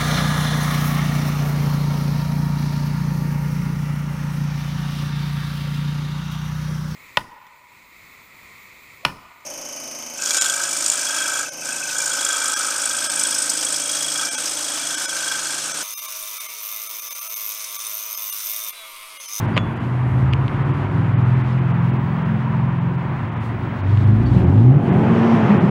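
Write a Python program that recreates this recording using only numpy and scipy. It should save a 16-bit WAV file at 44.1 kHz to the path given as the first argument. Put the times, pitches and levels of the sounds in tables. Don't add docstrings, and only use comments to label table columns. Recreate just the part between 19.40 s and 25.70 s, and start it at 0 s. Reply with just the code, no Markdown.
import sys
import numpy as np
from scipy import signal
from scipy.fft import rfft, irfft, next_fast_len
from scipy.io import wavfile
from scipy.ndimage import uniform_filter1d, map_coordinates

SR = 44100
rng = np.random.default_rng(int(sys.argv[2]) if len(sys.argv) > 2 else 0)


def makeup_ratio(level_db):
    decades = np.asarray(level_db, float) / 20
    return 10 ** decades


def transcribe(u):
    v = np.clip(np.atleast_2d(u).T, -1, 1)
    q = np.round(v * 32767).astype(np.int16)
    wavfile.write(sys.argv[1], SR, q)


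N = 277826
T = np.arange(N) / SR

# (time [s], crank speed [Hz])
CRANK = [(0, 16.7), (.3, 17.2), (.75, 18.2), (1.3, 19.9), (2, 21.35), (3.5, 21.6), (4.3, 23.1), (4.7, 25.7),
         (4.9, 30.2), (5.01, 36.5), (5.2, 55.2), (5.39, 75), (5.46, 89), (5.56, 102), (5.69, 114.3),
         (5.96, 115), (6.075, 99.5), (6.3, 98.5)]
# (time [s], clean drone [dB], gas throb [dB])
EFFORT = [(0, -23.5, -12.5), (.4, -30.5, -27), (.8, -20.5, -18), (1.35, -25.5, -18), (1.9, -22, -23.5),
          (2.7, -24.5, -23.5), (3.3, -24, -25.5), (3.8, -27, -21.5), (4.35, -21.5, -22), (4.68, -8, -16.5),
          (4.88, -13, -12), (5.2, -13, -19), (5.37, -12.5, -15.5), (5.43, -31, -15.5), (5.52, -16.5, -8.5),
          (5.8, -16, -14.5), (6.15, -16.5, -12), (6.3, -17, -13)]
ORDERS = (2, 3, 4, 5, 6, 7, 8, 10)
SHUT_DB = (-20.5, -23.5, -2, -2, 0, 0, -9, -13)
OPEN_DB = (-0.3, -12.5, -5, -16, -21.5, -36, -21, -38)
# (frequency [Hz], level [dB])
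SILENCER = [(50, -19.5), (88, -10.5), (104, -2.5), (127, 3), (150, -3.5), (172, -1), (225, -1.65),
            (450, -18.5)]
# (time [s], level [dB], half length [s])
LIFTS = [
    (2.692, 0.5, .07),
    (5.972, -7, 0.016),
    (6.185, -11, 0.05),
]
# (time [s], level [dB], half length [s])
STANDING_WAVES = [
    [(4.55, -12.5, .15), (4.9, 7, 0.11), (5.08, 6, 0.05), (5.3, -2, 0.042), (5.68, 4, 0.084),
     (5.93, 7.5, 0.036), (6.24, 2, .025)],
    [(5.046, 6.04, .07)],
    [(.9, 10, 0.21), (4.47, 10, 0.098), (4.82, 2, 0.046), (5.01, -10.5, 0.017), (5.93, -7.5, 0.055),
     (6.07, -3, 0.029)],
    [(1.35, 4, 0.53), (2.76, -17, 0.065), (3.65, -14, 0.092), (4.02, 8.5, 0.093), (4.66, 4.5, 0.16),
     (4.97, 11, 0.046)],
    [(.6, -10, .2), (1.4, -16, 0.1), (1.95, 2, 0.088), (2.8, -5, .25), (4.15, -13.5, 0.33)],
    [(.1, -5.5, 0.05), (.35, -9, 0.053), (2.02, -12.5, 0.32), (4.2, -14, 0.29)],
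    [(1.6, 9.5, 0.13), (2.02, -12, 0.089), (2.43, 5, 0.1), (3.05, -10, 0.063), (3.4, 5.5, 0.15),
     (4.72, 14, 0.14)],
    [(.2, 10, 0.72), (.85, -6.5, 0.22), (2.68, -11, .07), (2.95, 6, 0.073), (3.55, -9.5, .22)],
]
# (frequency [Hz], noise density [dB])
SHUT_PIPE = [(18, -60), (30, -29), (55, -10), (80, -13), (100, -2.5), (125, -2), (150, -6.5), (190, -9),
             (225, -10), (250, -13), (278, -8.5), (320, -18), (370, -21), (450, -30), (800, -31.5),
             (1700, -120)]
# (frequency [Hz], noise density [dB])
OPEN_PIPE = [(18, -67), (30, -32.5), (49, -35), (114, -3.5), (173, 0.5), (211, -2.5), (230, -6.5),
             (280, -11.5), (328, -11.5), (411, -14), (502, -18.5), (900, -21.5), (1170, -52.5),
             (1980, -120)]
# (frequency [Hz], time to fall 60 dB [s])
HALL_DECAY = [(60, 0.94), (300, 1.81), (1500, 0.28), (6000, 0.54)]
# (time [s], roar [dB])
SCRUB = [(0, -30), (.15, -33), (.9, -33.5), (1.27, -31.5), (2.4, -33), (4.5, -34), (4.85, -34.5),
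         (4.97, -33.5), (5.25, -38), (5.42, -35), (5.49, -30), (5.55, -29), (6.1, -26), (6.3, -29.5)]
# (frequency [Hz], noise density [dB])
TYRE = [(200, -37), (350, -6), (520, -6.5), (680, -7), (960, -1), (1300, -5.5), (1700, -9), (2000, -10.5),
        (2600, -17), (3300, -24.5), (4200, -36), (6000, -51.5), (9000, -87.5)]
# (frequency [Hz], noise density [dB])
RASP = [(200, -35.5), (350, 10), (480, -6), (670, -1), (1070, -7.5), (1900, -24.5), (3100, -19.5),
        (3700, -42.5), (5500, -39.5), (7000, -43.5), (12000, -66)]
# (frequency [Hz], noise density [dB])
AIR = [(2000, -36.5), (3300, -4), (4200, -8.5), (5200, -13.5), (7000, -18), (9000, -21.5), (12000, -24.5),
       (14000, -35), (15700, -34), (16200, -88)]
# (time [s], level [dB], extra treble [dB], half length [s])
SPRAY = [(.05, 3, -3.5, 0.14), (0.303, -6.5, 8, 0.077), (.72, -1.5, 8, .07), (2.092, 6, -4.5, 0.079),
         (4.05, 2.5, 4.5, .05), (4.454, 1, -11.5, 0.071), (4.627, 10, -5, 0.25), (4.933, 9, -1, .1),
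         (5.178, 10, 1.5, 0.16), (5.41, 0, 3, .08), (5.548, -2, 7, .08), (5.948, 5, -7.5, 0.27)]
# (time [s],
# frequency [Hz], width [Hz], level [dB], half length [s])
SQUEAKS = [(2.127, 5200, 150, -60, .015), (3.2, 966, 75, -40, 0.81), (1.18, 1010, 53, -42.5, 0.39),
           (2.85, 1860, 60, -50, 0.27), (4.866, 4480, 130, -51, .008), (4.87, 4500, 120, -55, 0.035),
           (4.96, 197, 9, -21, .04), (.925, 4700, 90, -56, .012), (.15, 4750, 90, -56, .012),
           (0.38, 4750, 90, -64, 0.018), (1.78, 4200, 90, -61, .02), (5.88, 5600, 800, -56, 0.11),
           (6.05, 6100, 900, -62, 0.076), (6.14, 210, 6.3, -14.5, 0.058), (0.43, 219, 14, -31.5, 0.31)]
# (frequency [Hz], level [dB])
WHINE = [(15665, -78.5)]
# (time [s], peak [dB], hollow [dB], treble [dB], time to fall 60 dB [s])
SNAPS = [(0.1615, -22, -15, 4, 0.0047), (0.1658, -10, 10.5, -4, 0.036), (0.175, -17.5, 4, 6, 0.007),
         (0.1772, -2.5, 3, -13, 0.0076), (0.1798, -15.5, 6, -21, 0.045), (0.928, -23.5, -10.5, -30, 0.022),
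         (0.9351, -7.5, -5.5, -32, 0.0052), (1.081, -17.5, 3, -19, 0.0054), (4.574, -27, -6, -2, 0.0048),
         (5.179, -29, 8, 2, .004), (5.209, -40, -10.5, -1, 0.0048)]
# (time [s], frequency [Hz], level [dB], time to fall 60 dB [s])
TINKLE = [
    (.184, 3408, -37, 0.37),
    (.168, 6720, -50, 0.2),
    (0.148, 4800, -50, 0.089),
]
# (frequency [Hz], width [Hz], level [dB])
HOLLOW = [(547, 230, -4), (1230, 170, 7)]
# (frequency [Hz], width [Hz], level [dB])
SHELL = [(2630, 930, 3.5), (3560, 2300, -10)]
# (frequency [Hz], width [Hz], level [dB])
GRIT_EDGE = [(6800, 2000, -4), (10000, 3000, -13)]
HOLES = [.07, .152, .349, .39, .925, 1.24, 1.327, 1.751, 1.761, 1.771, 1.841, 2.029, 2.204, 2.329, 2.522,
         2.585, 2.841, 3.399, 3.569, 3.907, 3.952, 3.993, 4.422, 4.655, 4.85, 5.059, 5.51, 6.193]
# (time [s], peak [dB])
TICKS = [(4.6747, -60), (4.6773, -55), (4.9698, -50.5), (4.9973, -49), (5.022, -54.5), (5.1215, -51),
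         (5.197, -51.5), (5.2789, -55), (5.3516, -53.5), (5.5716, -46.5), (5.751, -49.5)]

OPENS_S, OPENING_S = 4.33, 0.1
TAIL_ON_S, TAIL_OFF_S, TURN_S, TAIL_DB = 1.7, 3.65, 0.25, 9
FADE_SHUT_DB, FADE_OPEN_DB = 1.5, 2
UNEVEN_SHUT, UNEVEN_OPEN = 0.13, 0.23
RASP_SHUT_DB, RASP_OPEN_DB = -6.5, 0.5
HISS_DB, HISS_FOLLOWS = -62, 0.99
NEAR_HISS_DB, NEAR_TREBLE_DB, TREBLE_DB, RECEDE_S = 1, 8.5, -0.5, 1.1
HOLE_DB, HOLE_S = -19, 0.007
KEPT_HZ, KEPT_WIDTH_HZ = 4750, 170


def unit(x):
    return x / np.sqrt(np.mean(x ** 2) + 1e-20)


def along(points, hz):
    f, v = np.transpose(points)
    return np.interp(np.log(hz + 1), np.log(f + 1), v)


def curves(rows):
    s, *cols = np.transpose(rows)
    return [np.interp(T, s, c) for c in cols]


def ramp(start, length):
    return np.clip((T - start) / length, 0, 1)


def bump(s, half):
    return np.exp(-((T - s) / half) ** 2)


def bumps_db(rows, column=1):
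    return sum(row[column] * bump(row[0], row[-1]) for row in rows)


def wobble(rate):
    return map_coordinates(rng.standard_normal(int(N * rate / SR) + 4), [T * rate])


def filtered(x, response):
    m = next_fast_len(N + SR // 2)
    return irfft(rfft(x, m) * response(np.fft.rfftfreq(m, 1 / SR)), m)[:N]


def highpassed(x, corner_hz, steepness):
    return filtered(x, lambda hz: 1 / (1 + (corner_hz / (hz + 1)) ** steepness))


def coloured(x, spectrum):
    return unit(filtered(x, lambda hz: makeup_ratio(along(spectrum, hz))))


def rush(patchy_db):
    z = signal.stft(rng.standard_normal(N + 512), nperseg=512)[2]
    field = uniform_filter1d(rng.standard_normal(z.shape), size=5, axis=0)
    field = uniform_filter1d(field, size=10, axis=1)
    return signal.istft(z * makeup_ratio(patchy_db * unit(field)), nperseg=512)[1][:N]


def resonate(x, modes):
    top = modes[-1][0] * 0.93

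    def body(f):
        total = 0
        for k, (centre, width, db) in enumerate(modes):
            mode = 1j * f * width / (centre * centre - f * f + 1j * f * width)
            total = total + (-1) ** k * makeup_ratio(db) * mode
        return total

    return filtered(x, lambda f: body(f) / (1 + 1j * f / top) ** 2)


def crank_turns():
    return np.cumsum(curves(CRANK)[0]) / SR


def order(turns, count, level_db, shake):
    phase = 2 * np.pi * count * turns + shake * wobble(14) + rng.uniform(0, 2 * np.pi)
    return np.sqrt(2) * makeup_ratio(level_db) * np.sin(phase)


def drone(turns):
    crank = curves(CRANK)[0]
    opened = ramp(OPENS_S, OPENING_S)
    load_db = curves(EFFORT)[0] + bumps_db(LIFTS)
    tail_db = TAIL_DB * (ramp(TAIL_ON_S, TURN_S) - ramp(TAIL_OFF_S, TURN_S))
    fade_db = FADE_SHUT_DB + (FADE_OPEN_DB - FADE_SHUT_DB) * opened
    out = 0
    for k, shut_db, open_db, swells in zip(ORDERS, SHUT_DB, OPEN_DB, STANDING_WAVES):
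        share_db = shut_db + (open_db - shut_db) * opened
        level_db = load_db + share_db + along(SILENCER, k * crank) + fade_db * wobble(9)
        level_db = level_db + tail_db * (k >= ORDERS[-2]) + bumps_db(swells)
        out = out + order(turns, k, level_db, shake=0.3)
    return out


def throb(turns):
    level_db = curves(EFFORT)[1]
    uneven = UNEVEN_SHUT + (UNEVEN_OPEN - UNEVEN_SHUT) * ramp(OPENS_S, OPENING_S)
    throttle = ramp(4.9, 0.49)
    at = np.searchsorted(turns, np.arange(1, 2 * turns[-1]) / 2)
    weakness = np.resize([0.006, 0.36, 0.46, 0.62], len(at))
    cylinder = 1 - (1 - 0.5 * throttle[at]) * weakness
    regular = np.bincount(at, cylinder, N)
    density = np.sqrt(uniform_filter1d(regular ** 2, size=SR // 3) + 1e-9)
    upper = highpassed(regular / density, 240, 10)
    scatter = np.bincount(at, 3 * uneven[at] * rng.standard_normal(len(at)), N) / density
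    gas = 0.89 * upper + scatter + (0.62 + 0.57 * throttle) * rng.standard_normal(N)
    shut_voice = np.sqrt(1 - throttle) * coloured(gas, SHUT_PIPE)
    open_voice = np.sqrt(throttle) * coloured(gas, OPEN_PIPE)
    return makeup_ratio(level_db - 4.5) * (shut_voice + open_voice)


def hall(x):
    hz, t, z = signal.stft(rng.standard_normal(2 * SR), SR, nperseg=512)
    decay = makeup_ratio(-60 * t / along(HALL_DECAY, hz)[:, None])
    tail = signal.istft(z * decay, SR, nperseg=512)[1]
    return signal.fftconvolve(x, tail / np.linalg.norm(tail))[:N]


def tyre_roar(roar_db, swell):
    return makeup_ratio(roar_db + 0.5 * swell + 0.46 * wobble(18)) * coloured(rush(patchy_db=0.68), TYRE)


def engine_rasp(turns, roar_db, swell):
    rasp_db = RASP_SHUT_DB + (RASP_OPEN_DB - RASP_SHUT_DB) * ramp(4.7, 0.28)
    gate = 1 + 0.6 * np.cos(4 * np.pi * turns)
    return makeup_ratio(roar_db + rasp_db + 0.5 * swell) * coloured(gate * rush(patchy_db=2.0), RASP)


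def tread_hiss(roar_db, swell):
    near = np.exp(-T / RECEDE_S)
    hiss_db = HISS_DB + HISS_FOLLOWS * (roar_db + 33.5) + NEAR_HISS_DB * near + bumps_db(SPRAY)
    treble_db = TREBLE_DB + NEAR_TREBLE_DB * near + bumps_db(SPRAY, column=2)
    air = coloured(rush(patchy_db=0.4), AIR)
    top = highpassed(air, 7500, 4)
    return makeup_ratio(hiss_db + 0.5 * swell + 1.7 * wobble(20)) * (air + (makeup_ratio(treble_db) - 1) * top)


def squeaks():
    out = 0
    for s, hz, width, db, half in SQUEAKS:
        narrow = unit(filtered(rng.standard_normal(N), lambda f: np.exp(-((f - hz) / width) ** 2)))
        out = out + makeup_ratio(db) * bump(s, half) * narrow
    return out


def rolling(turns):
    roar_db, swell = curves(SCRUB)[0], wobble(6)
    return tyre_roar(roar_db, swell) + engine_rasp(turns, roar_db, swell) + tread_hiss(roar_db, swell) + squeaks()


def lamp():
    (hz, db), = WHINE
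    away = np.clip(2 * np.abs(T - 3.6) - 2.2, 0, 1)
    return makeup_ratio(db + 5.0 - 10 * away + 1.5 * wobble(4)) * np.sin(2 * np.pi * hz * T)


def snaps():
    drive, t = np.zeros((3, N + SR)), T[:SR // 8]
    for s, db, hollow_db, treble_db, life in SNAPS:
        burst = 0.45 * rng.standard_normal(len(t)) - 0.02 / life * (t == 0)
        crack = makeup_ratio(db - 60 * t / life) * burst
        mix = np.array([makeup_ratio(hollow_db) * crack, crack, makeup_ratio(treble_db - 60 * t / 0.004) * crack])
        start = round(s * SR)
        drive[:, start:start + len(t)] += mix
    hollow, shell, edge = drive[:, :N]
    out = makeup_ratio(12.5) * resonate(hollow, HOLLOW) + makeup_ratio(12.5) * resonate(shell, SHELL)
    out = out + makeup_ratio(-20) * resonate(edge, GRIT_EDGE)
    for s, hz, db, t60 in TINKLE:
        age = np.clip(T - s, 0, 1)
        out = out + makeup_ratio(db - 60 * age / t60) * np.sin(2 * np.pi * hz * age) * (age < 1)
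    return out


def scene():
    turns = crank_turns()
    lines, pulses, cracks = drone(turns), throb(turns), snaps()
    echo = hall(makeup_ratio(-13.5 - 0.9 * (T > 4.9)) * lines + makeup_ratio(-6.0) * pulses + makeup_ratio(-32.5) * cracks)
    return (lines + makeup_ratio(-6.5) * pulses + echo + rolling(turns) + cracks + lamp())[None]


def band_limit(x):
    return signal.sosfilt(signal.butter(12, 15830, fs=SR, output="sos"), x)


def record(dry):
    treble = highpassed(dry[0], 3900, 20)
    kept = filtered(treble, lambda hz: np.exp(-((hz - KEPT_HZ) / KEPT_WIDTH_HZ) ** 4))
    treble = treble - (T < 2) * kept
    keep = makeup_ratio(sum(HOLE_DB * bump(s, HOLE_S) for s in HOLES))
    x = (dry - (1 - keep) * treble) * (1 - ramp(T[-1] - 0.006, 0.006))
    x = x / (1 + np.abs(x / 0.95) ** 5) ** (1 / 5)
    at, db = np.transpose(TICKS)
    ticks = np.bincount((at * SR).astype(int) + 30, makeup_ratio(db + 13), N)
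    return band_limit(x + highpassed(ticks, 8000, 6))


dry = scene()
out = record(dry)
transcribe(out)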